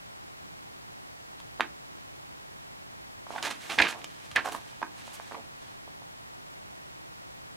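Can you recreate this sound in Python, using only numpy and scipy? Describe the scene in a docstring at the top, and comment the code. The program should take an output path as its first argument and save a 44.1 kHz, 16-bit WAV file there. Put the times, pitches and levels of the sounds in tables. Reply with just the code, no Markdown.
"""Over a soft, wide hiss and a faint hum, stiff paper snaps sharply, then rustles and creaks.
It is a glossy booklet being held, folded over and opened close by in a small, quiet room.
The sheet buckles in single snaps and in fast runs of sticking and slipping, its edges flick free,
fingers and pages rub, and swinging pages push little puffs of air. The room echoes briefly.
The hum comes from appliances, the wide hiss from the two microphones."""
import sys
import numpy as np
from scipy import signal
from scipy.fft import rfft, irfft, next_fast_len
from scipy.io import wavfile
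from scipy.ndimage import uniform_filter1d

SR = 44100
rng = np.random.default_rng(int(sys.argv[2]) if len(sys.argv) > 2 else 0)


def write(x):
    x = np.atleast_2d(x).T
    wavfile.write(sys.argv[1], SR, np.round(np.clip(x, -1, 1) * 32767).astype(np.int16))


N = 333615

# The steady hum and whine of appliances. Each row: pitch in Hz, level in dB.
HUM_TONES = [(90, -82), (118.4, -73), (177.6, -75), (675, -77), (1903, -76.5), (15734, -102)]
# A page edge flicks free. Each row: start in seconds, level in dB.
EDGE_FLICKS = [(1.401, -39.5), (1.6073, -27), (3.324, -40), (3.4271, -20), (3.469, -23), (3.817, -15.5),
               (4.0433, -27), (4.314, -32), (4.3597, -17.5), (4.522, -30.5)]
# The sheet buckles once. Each row: start in seconds, level in dB, pitch in Hz.
SHEET_SNAPS = [(1.4034, -39, 1100), (1.5978, -17.5, 1020), (1.6072, -4, 1610), (3.2678, -31, 1040),
               (3.3054, -24.5, 875), (3.9276, -22, 1850), (4.017, -31, 2330), (4.496, -34, 1600),
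               (4.8177, -23, 1050), (4.8302, -15, 1220), (5.0783, -34, 934), (5.1991, -26, 1140),
               (5.3124, -29, 1140), (5.321, -24.5, 1210), (5.3897, -39, 810), (5.8777, -36.5, 825),
               (6.02, -40, 760)]
# How fast the fingers slide, given as loudness. Each row: time in seconds, level in dB.
FINGER_LEVELS = [(3.24, -78), (3.32, -54.5), (3.56, -58), (3.62, -58), (3.75, -47.5), (3.979, -61.5),
                 (4.26, -63), (4.57, -59.5), (4.92, -68), (5.0, -58), (5.22, -54), (5.3, -58.5), (5.5, -73),
                 (5.65, -60.5), (5.76, -75)]
# The sheet wobbles as it is bent or pulled tight.
# Each row: start in seconds, length in seconds, level in dB, pitch in Hz.
SHEET_WOBBLES = [(3.318, 0.092, -46, 860), (3.919, 0.057, -48, 910), (5.309, 0.077, -52, 715)]
# A crease or page gives way in a run of slips.
# Each row: start in seconds, length in seconds, level in dB, pitch in Hz.
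CREAKS = [(3.36, 0.0044, -31.5, 987), (3.381, 0.0077, -32.5, 1520), (3.699, 0.007, -32.5, 2300),
          (3.7866, 0.0071, -16, 1990), (3.8, .0063, -13.5, 1680), (3.8202, 0.0061, -16.5, 2310),
          (3.869, 0.0027, -23, 1860), (4.361, .011, -18, 1776), (4.548, .0025, -26.5, 1020),
          (4.8269, .004, -25, 1018), (5.345, 0.0086, -37, 972)]
# A page sweeps over its neighbour. Each row: start in seconds, length in seconds, flutter level in dB,
# flutter pitch in Hz, hiss level in dB, added hiss brightness in dB per octave.
PAGE_RUBS = [(3.43, 0.047, -31, 1550, -36, 1), (3.501, 0.024, -39, 1590, -38, -1),
             (3.692, 0.037, -37, 1440, -35, -1.5), (3.779, 0.041, -26.5, 1170, -31, -2.5),
             (3.832, 0.037, -29, 1880, -44, -2), (3.875, 0.04, -36.5, 1510, -38.5, 1.5),
             (4.352, 0.042, -29.5, 1620, -51, -11), (4.443, 0.044, -31.5, 1140, -43, 3),
             (4.518, 0.05, -44, 1080, -52, 9), (5.129, 0.021, -56, 1190, -51.5, 12)]
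# A swinging page pushes air.
# Each row: start in seconds, length in seconds, level in dB, upper edge of the sound in Hz.
AIR_PUFFS = [(3.779, 0.016, -38.5, 350), (3.809, 0.013, -42, 380), (4.322, 0.0714, -55.5, 84.5)]
# How long the room rings. Each row: frequency in Hz, seconds to fade by 60 dB.
ECHO_TIMES = [(150, 0.36), (500, 0.18), (2000, 0.17), (5000, 0.12), (14000, 0.2)]

# The tables below shape the tone of a sound. Each row: frequency in Hz, boost or cut in dB.
ROOM_NOISE_TONE = [(15, -13), (32, -9.5), (60, -1.5), (150, -0.5), (210, -6), (530, -11.5), (850, -7.5),
                   (1350, -13), (2000, -13), (7000, -19), (15500, -27)]  # the quiet room itself
MIC_HISS_TONE = [(15, -11), (32, -20), (50, 0.5), (300, 1), (480, -1.5), (760, 1.5), (2000, -5.5),
                 (5000, -14), (10000, -22), (15500, -31)]  # the microphones' own hiss
FRICTION_TONE = [(300, 3), (1500, 14), (3000, 13), (5000, 0.5), (9000, -2), (12000, -7.5), (15500, -19.5)]  # paper being rubbed
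FIBRE_TONE = [(500, -30), (2000, 20.5), (3500, 4.5), (6000, -17), (9000, -41), (15500, -24)]  # fibres cracking as the sheet bends
SHEET_TONE = [(40, -28), (180, 3), (290, 5.5), (480, 0), (700, 2), (1100, -2), (1370, -7.5), (1620, -3),
              (2000, -5.5), (2350, -3), (2750, -2.5), (4000, 3), (6000, 4.5), (15000, -1.5)]  # the sheet sounds best in a few broad bands, hardly at all in deep bass
LEFT_MIC_TONE = [(200, -10), (700, -6.5), (2300, -3.8), (12000, -4.5)]  # the left microphone gets less of the sheet, above all in the bass
ECHO_TONE = [(60, -13), (150, -5), (300, 6), (500, -2), (1000, -1.5), (2300, 2.5), (4500, 3.5), (9000, -2),
             (15000, -4)]  # what the room sends back


def undb(db):
    """Turn decibels into a number to multiply by."""
    return 10 ** (np.asarray(db) / 20)


def unit(x):
    """Scale a sound so that its average strength (rms) is 1."""
    return x / np.sqrt(np.mean(x ** 2) + 1e-18)


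def on_log_axis(points, hz):
    """Read between the rows of a frequency table, giving each octave equal room."""
    f, value = np.transpose(points)
    return np.interp(np.log(hz + 1), np.log(f), value)


def colour(x, tone):
    """Boost and cut a sound's frequencies as a tone table says."""
    size = next_fast_len(len(x))
    gain = undb(on_log_axis(tone, np.fft.rfftfreq(size, 1 / SR)))
    return irfft(rfft(x, size) * gain, size)[:len(x)]


def add(out, start, x):
    """Mix x into out, from start seconds on."""
    i = int(start * SR)
    out[i:i + len(x)] += x[:len(out) - i]


def stroke(length, rise_s, fall_s):
    """The loudness of one touch: it builds, holds until length seconds and dies away."""
    t = np.arange(int((length + 6 * fall_s) * SR)) / SR
    return (1 - np.exp(-t / rise_s)) * np.exp(-np.maximum(t - length, 0) / fall_s)


def wander(per_s):
    """A value that glides to a new random level per_s times a second."""
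    hold = int(SR / per_s)
    steps = np.repeat(rng.standard_normal(N // hold + 1), hold)[:N]
    return unit(uniform_filter1d(steps, hold))


def background():
    """Hum and room noise reach both microphones; their own hiss is opposite in left and right."""
    t = np.arange(N) / SR
    hum = sum(np.sqrt(2) * undb(db) * np.sin(2 * np.pi * (hz * t + rng.random())) for hz, db in HUM_TONES)
    room_noise = undb(-57) * unit(colour(rng.standard_normal(N), ROOM_NOISE_TONE))
    hiss = undb(-45.5) * unit(colour(rng.standard_normal(N), MIC_HISS_TONE))
    return np.outer(undb([-2, 2]), hum + room_noise) + np.outer([1, -1], hiss)


def edge_flicks(fall_s=0.0026):
    """A page edge springs free with one bright, very short rasp."""
    out, t = np.zeros(N), np.arange(SR // 80) / SR
    for start, db in EDGE_FLICKS:
        rasp = colour(rng.standard_normal(len(t)), FRICTION_TONE) * np.exp(-t / fall_s)
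        add(out, start, undb(db) * rasp / np.abs(rasp).max())
    return out


def buckle(hz):
    """A patch of paper pops through, pushing the air out and back once."""
    cycles = np.arange(int(5 * SR / hz)) * hz / SR
    swell = cycles ** 2 * np.exp(-cycles / .26)
    return swell / swell.max() * np.sin(2 * np.pi * cycles)


def fibre_crackle(paper, db):
    """Fibres crack more loudly the harder the sheet swings."""
    swing = np.sqrt(np.abs(uniform_filter1d(paper ** 2, size=24)))
    return undb(db) * swing * unit(colour(rng.standard_normal(N), FIBRE_TONE))


def snaps(shiver_db=-14, shiver_s=0.0011):
    """Single buckles; a smaller patch sounds higher, and the sheet shivers briefly after each."""
    out, t = np.zeros(N), np.arange(SR // 40) / SR
    for start, db, hz in SHEET_SNAPS:
        shiver = rng.standard_normal(len(t)) * np.exp(-t / shiver_s) * (1 - np.exp(-t * hz))
        push = signal.unit_impulse(len(t)) + undb(shiver_db) * shiver / np.linalg.norm(shiver)
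        add(out, start, undb(db) * np.convolve(push, buckle(hz)))
    return out + fibre_crackle(out, db=-16)


def room_echo(paper, build_s=0.004, likeness=0.66):
    """The table and near walls answer within milliseconds; the bass rings longest."""
    t = np.arange(SR // 2) / SR
    hz = np.fft.rfftfreq(len(t), 1 / SR)
    centres_hz = np.geomspace(100, 16000, 9)
    shared, opposite = rng.standard_normal((2, len(t)))
    out = []
    for sign in (1, -1):  # left, then right; a likeness of 1 would make them the same
        spectrum = rfft(np.sqrt((1 + likeness) / 2) * shared + sign * np.sqrt((1 - likeness) / 2) * opposite)
        tail = np.zeros(len(t))
        for centre, weights in zip(centres_hz, np.eye(len(centres_hz))):
            band = irfft(spectrum * on_log_axis(np.c_[centres_hz, weights], hz), len(t))
            tail += band * np.exp(-np.log(1000) * t / on_log_axis(ECHO_TIMES, centre))
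        tail *= 1 - np.exp(-t / build_s)
        echo = colour(tail / np.linalg.norm(tail), ECHO_TONE)
        out.append(signal.fftconvolve(paper, echo)[:N])
    return np.array(out)


def catches(per_s, spread_db, count=N):
    """Fibre catches on fibre: tiny clicks of random size at random moments."""
    hit = rng.random(count) < per_s / SR
    return hit * rng.standard_normal(count) * undb(spread_db * np.minimum(rng.exponential(size=count), 4))


def friction(grit, tilt):
    """Tiny clicks blur into hiss; a thin edge is brighter (more tilt, in dB per octave) than a flat page."""
    return unit(colour(grit, [(hz, db + tilt * np.log2(hz)) for hz, db in FRICTION_TONE]))


def flutter(hz, per_s, count=N):
    """Many small buckles at random moments."""
    pushes = catches(per_s, spread_db=0.6, count=count)
    return unit(signal.fftconvolve(pushes, buckle(hz))[:count])


def fingers(uneven_db=2.7):
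    """Sliding fingers hiss, shake the sheet and set off stray ticks, all louder the faster they go."""
    times, levels_db = np.transpose(FINGER_LEVELS)
    speed = undb(np.interp(np.arange(N) / SR, times, levels_db, left=-np.inf, right=-np.inf))
    hiss = friction(catches(per_s=12000, spread_db=3.5), tilt=2.44)
    shake = undb(-1) * flutter(hz=1700, per_s=2400)
    ticks = undb(-7) * flutter(hz=950, per_s=45)
    return speed * undb(uneven_db * wander(per_s=45)) * (hiss + shake + ticks)


def sway(paper, db=-21, band_hz=(235, 335), settle_s=0.0092):
    """Each jolt also swings the whole sheet, which moves the air in a short, low flap."""
    keep = np.exp(-1 / (settle_s * SR))
    jolt = np.sqrt(signal.lfilter([1 - keep], [1, -keep], paper ** 2 + 1e-18))  # smoothed loudness
    band = signal.butter(2, band_hz, "bandpass", fs=SR, output="sos")
    return undb(db) * jolt * unit(signal.sosfilt(band, rng.standard_normal(N)))


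def wobbles():
    """Broad patches of the bent sheet give way softly, one after another."""
    out = np.zeros(N)
    for start, length, db, hz in SHEET_WOBBLES:
        bend = stroke(length, rise_s=0.0079, fall_s=0.037)
        add(out, start, undb(db) * bend * flutter(hz, per_s=770, count=len(bend)))
    return out


def creaks(jitter=.14, scatter_db=0.45, easing_db=1):
    """The paper sticks and slips: buckles follow unevenly, about one swing apart, in a short creak."""
    out = np.zeros(N)
    for start, length, db, hz in CREAKS:
        gap_chance, size_chance = rng.uniform(-2, 2.2, (2, 64))
        slip_times = np.cumsum(np.exp(jitter * gap_chance) / hz)
        creak = np.zeros(int(length * SR) + SR // 50)
        for delay, size_db in zip(slip_times - slip_times[0], scatter_db * size_chance):
            if delay < length:
                add(creak, delay, undb(size_db - easing_db * delay / length) * buckle(hz))
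        add(out, start, undb(db) * creak * np.sqrt(length * SR / np.sum(creak ** 2)))
    return out + fibre_crackle(out, db=-12)


def page_rubs(patch_ratio=1.19, slowing_db=2.5):
    """A page slides over the next with a gritty hiss while it flutters in many small buckles."""
    out = np.zeros(N)
    grip = undb(2.5 * wander(per_s=220))  # tightens and slips every few milliseconds
    grit = grip * catches(per_s=12000, spread_db=2.0)
    large, small = (grip * catches(per_s=1500, spread_db=-0.5) for _ in range(2))
    for start, length, flutter_db, hz, hiss_db, tilt in PAGE_RUBS:
        press = stroke(length, rise_s=0.0037, fall_s=0.3 * length)
        progress = np.minimum(np.arange(len(press)) / SR / length, 1)
        press *= undb(-slowing_db * progress)  # the sweep loses speed as it goes
        span = slice(int(start * SR), int(start * SR) + len(press))
        # large patches buckle below the row's pitch, small ones above it
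        low = signal.fftconvolve(large[span], buckle(hz / patch_ratio))[:len(press)]
        high = signal.fftconvolve(small[span], buckle(hz * patch_ratio))[:len(press)]
        hiss = undb(hiss_db) * friction(grit[span], tilt)
        add(out, start, press * (undb(flutter_db) * unit(low + high) + hiss))
    return out


def air_puffs(low_hz=45):
    """A page swings past with a soft, low puff of air; a slower swing is deeper."""
    out = np.zeros(N)
    for start, length, db, high_hz in AIR_PUFFS:
        band = signal.butter(2, [low_hz, high_hz], "bandpass", fs=SR, output="sos")
        air = signal.sosfilt(band, rng.standard_normal(SR))
        push = stroke(length, rise_s=0.0018, fall_s=0.011)
        add(out, start, undb(db) * push * unit(air[-len(push):]))
    return out


def scene():
    """Mix it all, with the booklet nearer the right microphone. Pairs of dB values are left, right."""
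    cracks = colour(snaps() + edge_flicks(), SHEET_TONE)
    turning = colour(creaks() + page_rubs() + wobbles() + fingers(), SHEET_TONE)
    paper = cracks + turning
    direct = undb(4) * np.array([colour(paper, LEFT_MIC_TONE), paper])
    air = np.outer(undb([-8, 4]), air_puffs() + sway(turning))
    echo = undb([[-9.5], [-3.5]]) * room_echo(paper)
    return direct + air + echo + background()


def record(dry):
    """Cut away the very top of the treble."""
    top_hz = 15900
    return signal.sosfilt(signal.ellip(10, .1, 80, top_hz, fs=SR, output="sos"), dry)


dry = scene()
out = record(dry)
write(out)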